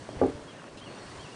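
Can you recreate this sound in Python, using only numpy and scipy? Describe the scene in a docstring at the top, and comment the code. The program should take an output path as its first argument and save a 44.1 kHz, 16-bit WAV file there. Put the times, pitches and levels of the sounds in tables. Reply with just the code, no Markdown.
"""A breeze and far shore noise fill the air over a canal, with a low rumble and a hiss that later swells.
A distant bird repeats a two-note whistle, each note a gliding pure tone. After a light toe tap, a heel
thuds and rebounds on the hollow deck of a moored boat, exciting its damped normal modes. Something small
rattles, a hand bumps the camera in low pulses, and short bursts of treble hiss follow the thud."""
import sys
import numpy as np
from scipy import signal
from scipy.fft import rfft, irfft, next_fast_len
from scipy.io import wavfile
from scipy.ndimage import uniform_filter1d, map_coordinates

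SR = 44100
rng = np.random.default_rng(int(sys.argv[2]) if len(sys.argv) > 2 else 0)


def to_wav(sig):
    """Store sig (one row per channel, or 1-D mono) as 16-bit WAV at the path in sys.argv[1].

    Samples outside -1..1 are clipped; the rate is SR.
    """
    pcm = np.clip(np.atleast_2d(sig), -1, 1) * 32767
    pcm = np.round(pcm).astype(np.int16)
    wavfile.write(sys.argv[1], SR, pcm.T)  # frames by channels


N = 59535
T = np.arange(N) / SR


def amp(db):
    return 10 ** (np.asarray(db) / 20)


def unit_rms(x):
    return x / np.sqrt(np.mean(x ** 2) + 1e-20)


def filtered(x, response):
    """Linear filtering: the spectrum is multiplied by a frequency response."""
    size = next_fast_len(N + 8192)
    return irfft(rfft(x, size) * response(np.fft.rfftfreq(size, 1 / SR)), size)[..., :N]


def spectrum(points):
    """Spectral envelope: decibels interpolated over log frequency."""
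    knot_hz, db = np.transpose(points)
    return lambda hz: amp(np.interp(np.log(hz + 1), np.log(knot_hz + 1), db))


def envelope(rows, column=1):
    """Amplitude envelope: decibels interpolated over time."""
    columns = np.transpose(rows)
    return amp(np.interp(T, columns[0], columns[column]))


def wobble(rate_hz):
    """Random modulation: a spline through Gaussian values."""
    return map_coordinates(rng.standard_normal(size=600), [T * rate_hz], mode="nearest")


def noise(response, patchy_db, flutter_db, flutter_hz):
    """Modulated noise of unit rms: gain varies in time-frequency patches and flutters overall."""
    cells = signal.stft(rng.standard_normal(N + 512), nperseg=512)[2]
    patches = uniform_filter1d(rng.standard_normal(cells.shape), size=4, axis=0)
    patches = unit_rms(uniform_filter1d(patches, size=8, axis=1))
    mottled = signal.istft(cells * amp(patchy_db * patches), nperseg=512)[1][:N]
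    return unit_rms(filtered(mottled, response) * amp(flutter_db * wobble(flutter_hz)))


def window(start_s, length_s, edge_s):
    """Tapered window: a plateau with raised-cosine edges."""
    inside_s = np.minimum(T - start_s, start_s + length_s - T)
    return np.sin(np.pi / 2 * np.clip(inside_s / edge_s, 0, 1)) ** 2


# Strength of the ambient noise: time_s, breeze_db, shore_db
AMBIENT_LEVELS = [(0, -48, -53.5), (.07, -48.5, -51.5), (.13, -45, -52.5), (.2, -43, -49), (.4, -46, -54),
                  (.55, -48, -54), (.7, -48, -54.5), (.85, -47, -54.5), (.93, -44.5, -51),
                  (1.05, -45.5, -50.5), (1.15, -47, -51), (1.25, -47, -51.5), (1.35, -46, -52.5)]
# Spectra of the low breeze and the midrange shore noise: frequency_hz, relative_db
BREEZE_SPECTRUM = [(60, -38), (100, -3.5), (145, -1.5), (180, -4), (280, -1), (430, -5), (575, -4.5),
                   (800, -10), (1100, -14.5), (1800, -27), (4000, -87.5)]
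SHORE_SPECTRUM = [(400, -36), (800, -8.5), (1020, -1.5), (1300, -6.5), (1700, -5), (2300, -9.5),
                  (3100, -11.5), (4000, -19.5), (6000, -39.5), (10000, -74)]
def breeze_and_shore():
    """Turbulence and far sources add incoherently into broadband noise."""
    breeze = noise(spectrum(BREEZE_SPECTRUM), patchy_db=0.5, flutter_db=1, flutter_hz=25)
    shore = noise(spectrum(SHORE_SPECTRUM), patchy_db=1.5, flutter_db=0.87, flutter_hz=43)
    return envelope(AMBIENT_LEVELS) * breeze + envelope(AMBIENT_LEVELS, column=2) * shore


# Strength of the broad and the narrowband hiss: time_s, level_db
BROAD_HISS_LEVELS = [(0, -56), (.23, -56), (.54, -58), (.8, -59.5), (1.1, -54), (1.35, -54.5)]
NARROW_HISS_LEVELS = [(0, -67), (.35, -65), (.6, -85), (.85, -63), (1, -58), (1.2, -62.5), (1.35, -70)]
# Spectrum of the broad hiss: frequency_hz, relative_db
HISS_SPECTRUM = [(2000, -26), (3500, -4.5), (4500, -2.5), (6000, -4.5), (7500, -7.5), (9000, -8),
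                 (10500, -10.5)]
# Peaks of the narrowband hiss: centre_hz, width_hz, relative_db
HISS_PEAKS = [(4400, 250, 0.5), (5770, 180, -7.5), (8350, 590, -9.5)]
def hiss():
    """Broadband treble noise and narrow Gaussian bands superpose, dipping and then swelling."""
    def peaks(hz):
        return sum(amp(db) * np.exp(-((hz - centre) / width) ** 2) for centre, width, db in HISS_PEAKS)
    broad = noise(spectrum(HISS_SPECTRUM), patchy_db=0.95, flutter_db=0.13, flutter_hz=21)
    narrow = noise(peaks, patchy_db=3.0, flutter_db=2.1, flutter_hz=17.93)
    return envelope(BROAD_HISS_LEVELS) * broad + envelope(NARROW_HISS_LEVELS) * narrow


# Strength of the rumble: time_s, level_db
RUMBLE_LEVELS = [(0, -57), (.07, -59), (.12, -54), (.2, -56), (.32, -53), (.43, -57), (.5, -63), (.67, -61),
                 (1.15, -59), (1.35, -60)]
# Spectrum of the rumble: frequency_hz, relative_db
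RUMBLE_SPECTRUM = [(12, -21), (30, -11), (60, 1), (100, 1), (150, -10), (300, -59)]
def rumble():
    """Noise band-limited to the bass is heard as an uneven rumble."""
    bass = noise(spectrum(RUMBLE_SPECTRUM), patchy_db=4.0, flutter_db=1.0, flutter_hz=11)
    return envelope(RUMBLE_LEVELS) * bass


# Pitch contour of an arched note: time_from_top_s, pitch_hz
ARCH_CONTOUR = [(-.035, 3000), (-.012, 3200), (0, 3330), (.01, 3250), (0.021, 2980), (0.044, 2680),
                (.065, 2550)]
# Arched notes: top_s, level_db, rise_s, fall_s
ARCHED_NOTES = [(0.111, -62, 0.024, 0.023), (.49, -57, .016, 0.048), (0.839, -55, .033, 0.071),
                (1.219, -54, 0.033, 0.063)]
# Short falling notes: start_s, level_db, length_s, start_pitch_hz
FALLING_NOTES = [(.576, -60, 0.042, 2950), (0.769, -58, 0.025, 2780), (0.949, -57, 0.039, 2900),
                 (1.056, -62, 0.036, 2950), (1.317, -59, 0.051, 2900)]
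def bird(fade_db_per_s=50, sag_hz_per_s=6400, edge_s=0.01, echo_t60_s=0.29):
    """Frequency modulation bends a pure tone; convolution with decaying noise adds reverberation."""
    def tone(hz):
        return np.sqrt(2) * np.sin(2 * np.pi * np.cumsum(hz) / SR)
    song = np.zeros(N)
    for top, db, rise, fall in ARCHED_NOTES:
        pitch = np.interp(T - top, *np.transpose(ARCH_CONTOUR))
        gain = amp(db - fade_db_per_s * np.clip(T - top, 0, fall))
        song += gain * window(top - rise, rise + fall, edge_s) * tone(pitch)
    for start, db, length, start_hz in FALLING_NOTES:
        pitch = start_hz - sag_hz_per_s * np.clip(T - start, 0, length)
        song += amp(db) * window(start, length, edge_s) * tone(pitch)
    song *= amp(2.1 * wobble(rate_hz=90))
    echo = rng.standard_normal(N) * amp(-60 * T / echo_t60_s)
    return song + amp(-5.5) * signal.fftconvolve(song, echo / np.linalg.norm(echo))[:N]


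# The toe tap, then the ticks of the rattle: start_s, level_db, pitch_hz, t60_s
LIGHT_IMPACTS = [(.0905, -24, 610, .02), (.1476, -38, 1100, .004), (.163, -34, 1300, .004),
                 (.1725, -32, 1150, .004), (.2024, -32, 1100, .004), (.4944, -39, 2000, .005),
                 (.5658, -33, 1700, .004), (.5968, -27, 1500, .004), (.619, -26, 1250, .004),
                 (.6418, -25, 1050, .0045)]
def toe_tap_and_rattle(rise_s=0.00025):
    """Each light impact excites one heavily damped oscillation."""
    start, db, hz, t60 = np.array(LIGHT_IMPACTS).T[:, :, None]
    age = np.clip(T - start, 0, None)
    attack = (1 - np.exp(-age / rise_s)) ** 2
    return (amp(db - 60 * age / t60) * attack * np.sin(2 * np.pi * hz * age)).sum(0)


# Normal modes of the deck: pitch_hz, level_db, base_t60_s, base_rise_s
DECK_MODES = [(91, -13, 0.052, 0.0024), (121.1, -18.5, 0.41, 0.0094), (195.4, -17, 0.068, 0.0034),
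              (272.8, 10.5, 0.063, 0.02), (295.7, -14.5, .17, 0.0037), (361, -1, 0.091, 0.025),
              (388.5, 9.5, 0.076, 0.02), (446.8, -12.5, .169, 0.008), (507, 2.36, 0.019, 0.00072),
              (586.6, -31, 0.67, 0.00087), (652.4, -15.9, 0.068, 0.00027), (744, -21, 0.11, .002),
              (807.6, 7, 0.053, 0.028), (1170, -25.5, 0.051, 0.0003), (1504, -23.5, 0.02, 0.0015)]
# Contacts of the foot with the deck: start_s, level_db, hardness_db_per_octave, damping_factor
FOOT_CONTACTS = [(0.0919, -34.5, -5, 1.7), (0.2146, -6.5, 2.5, 0.8), (0.2256, -15, -3, 0.75),
                 (0.2364, -13, 3, 2.5), (0.2461, -23.5, 6.5, .68), (0.2604, -17, 0.1, 1.16),
                 (0.2792, -24.5, -5, 1.29), (0.2938, -27, -2, 1.16)]
def deck(pivot_hz=450):
    """Modal superposition: every contact rings all modes, and harder ones favour the high modes."""
    out = np.zeros(N)
    hz, mode_db, t60, rise = np.array(DECK_MODES).T[:, :, None]
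    for start, contact_db, hardness, damping in FOOT_CONTACTS:
        age = np.clip(T - start, 0, None)
        strength = amp(contact_db + mode_db + hardness * np.log2(hz / pivot_hz))
        build_up = (1 - np.exp(-age * damping / rise)) ** 2
        decay = amp(-60 * age * damping / t60)
        out -= (strength * build_up * decay * np.sin(2 * np.pi * hz * age)).sum(0)
    return out


# Pushes of the hand on the camera: start_s, level_db, pitch_hz
HAND_PUSHES = [(.1635, -33, 68), (.347, -34, 96), (.415, -44, 85.5), (.735, -52, 39.8), (1.244, -44, 100)]
def hand_bumps(cycles=1.3):
    """Structure-borne sound: each push arrives as a brief low-frequency pulse."""
    out = np.zeros(N)
    for start, db, hz in HAND_PUSHES:
        length = cycles / hz
        out -= amp(db) * window(start, length, length / 2) * np.sin(2 * np.pi * hz * (T - start))
    return out


# Short bursts of treble hiss: start_s, level_db, length_s
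HISS_BURSTS = [(.262, -50, 0.011), (.29, -52.5, .018), (0.769, -50.5, 0.037)]
# Spectrum of the bursts: frequency_hz, relative_db
BURST_SPECTRUM = [(2000, -25), (3000, 6), (4000, 6), (5500, -3), (7500, -7), (10000, -3)]
def hiss_bursts():
    """Amplitude gating cuts treble noise into short bursts, two just after the thud and one later."""
    treble = noise(spectrum(BURST_SPECTRUM), patchy_db=3.0, flutter_db=0.0, flutter_hz=130)
    gate = sum(amp(db) * window(start, length, edge_s=0.004) for start, db, length in HISS_BURSTS)
    return treble * gate


def scene():
    """Linear superposition: the sources add in one channel."""
    background = breeze_and_shore() + hiss() + rumble()
    return (background + bird() + toe_tap_and_rattle() + deck() + hand_bumps() + hiss_bursts())[None]


def record(dry):
    """Band limiting: a steep low-pass filter removes the highest treble."""
    cutoff_hz, taper_hz = 10050, 200
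    return filtered(dry, lambda hz: np.clip(0.5 + (cutoff_hz - hz) / taper_hz, 0, 1) ** 2)


dry = scene()
out = record(dry)
to_wav(out)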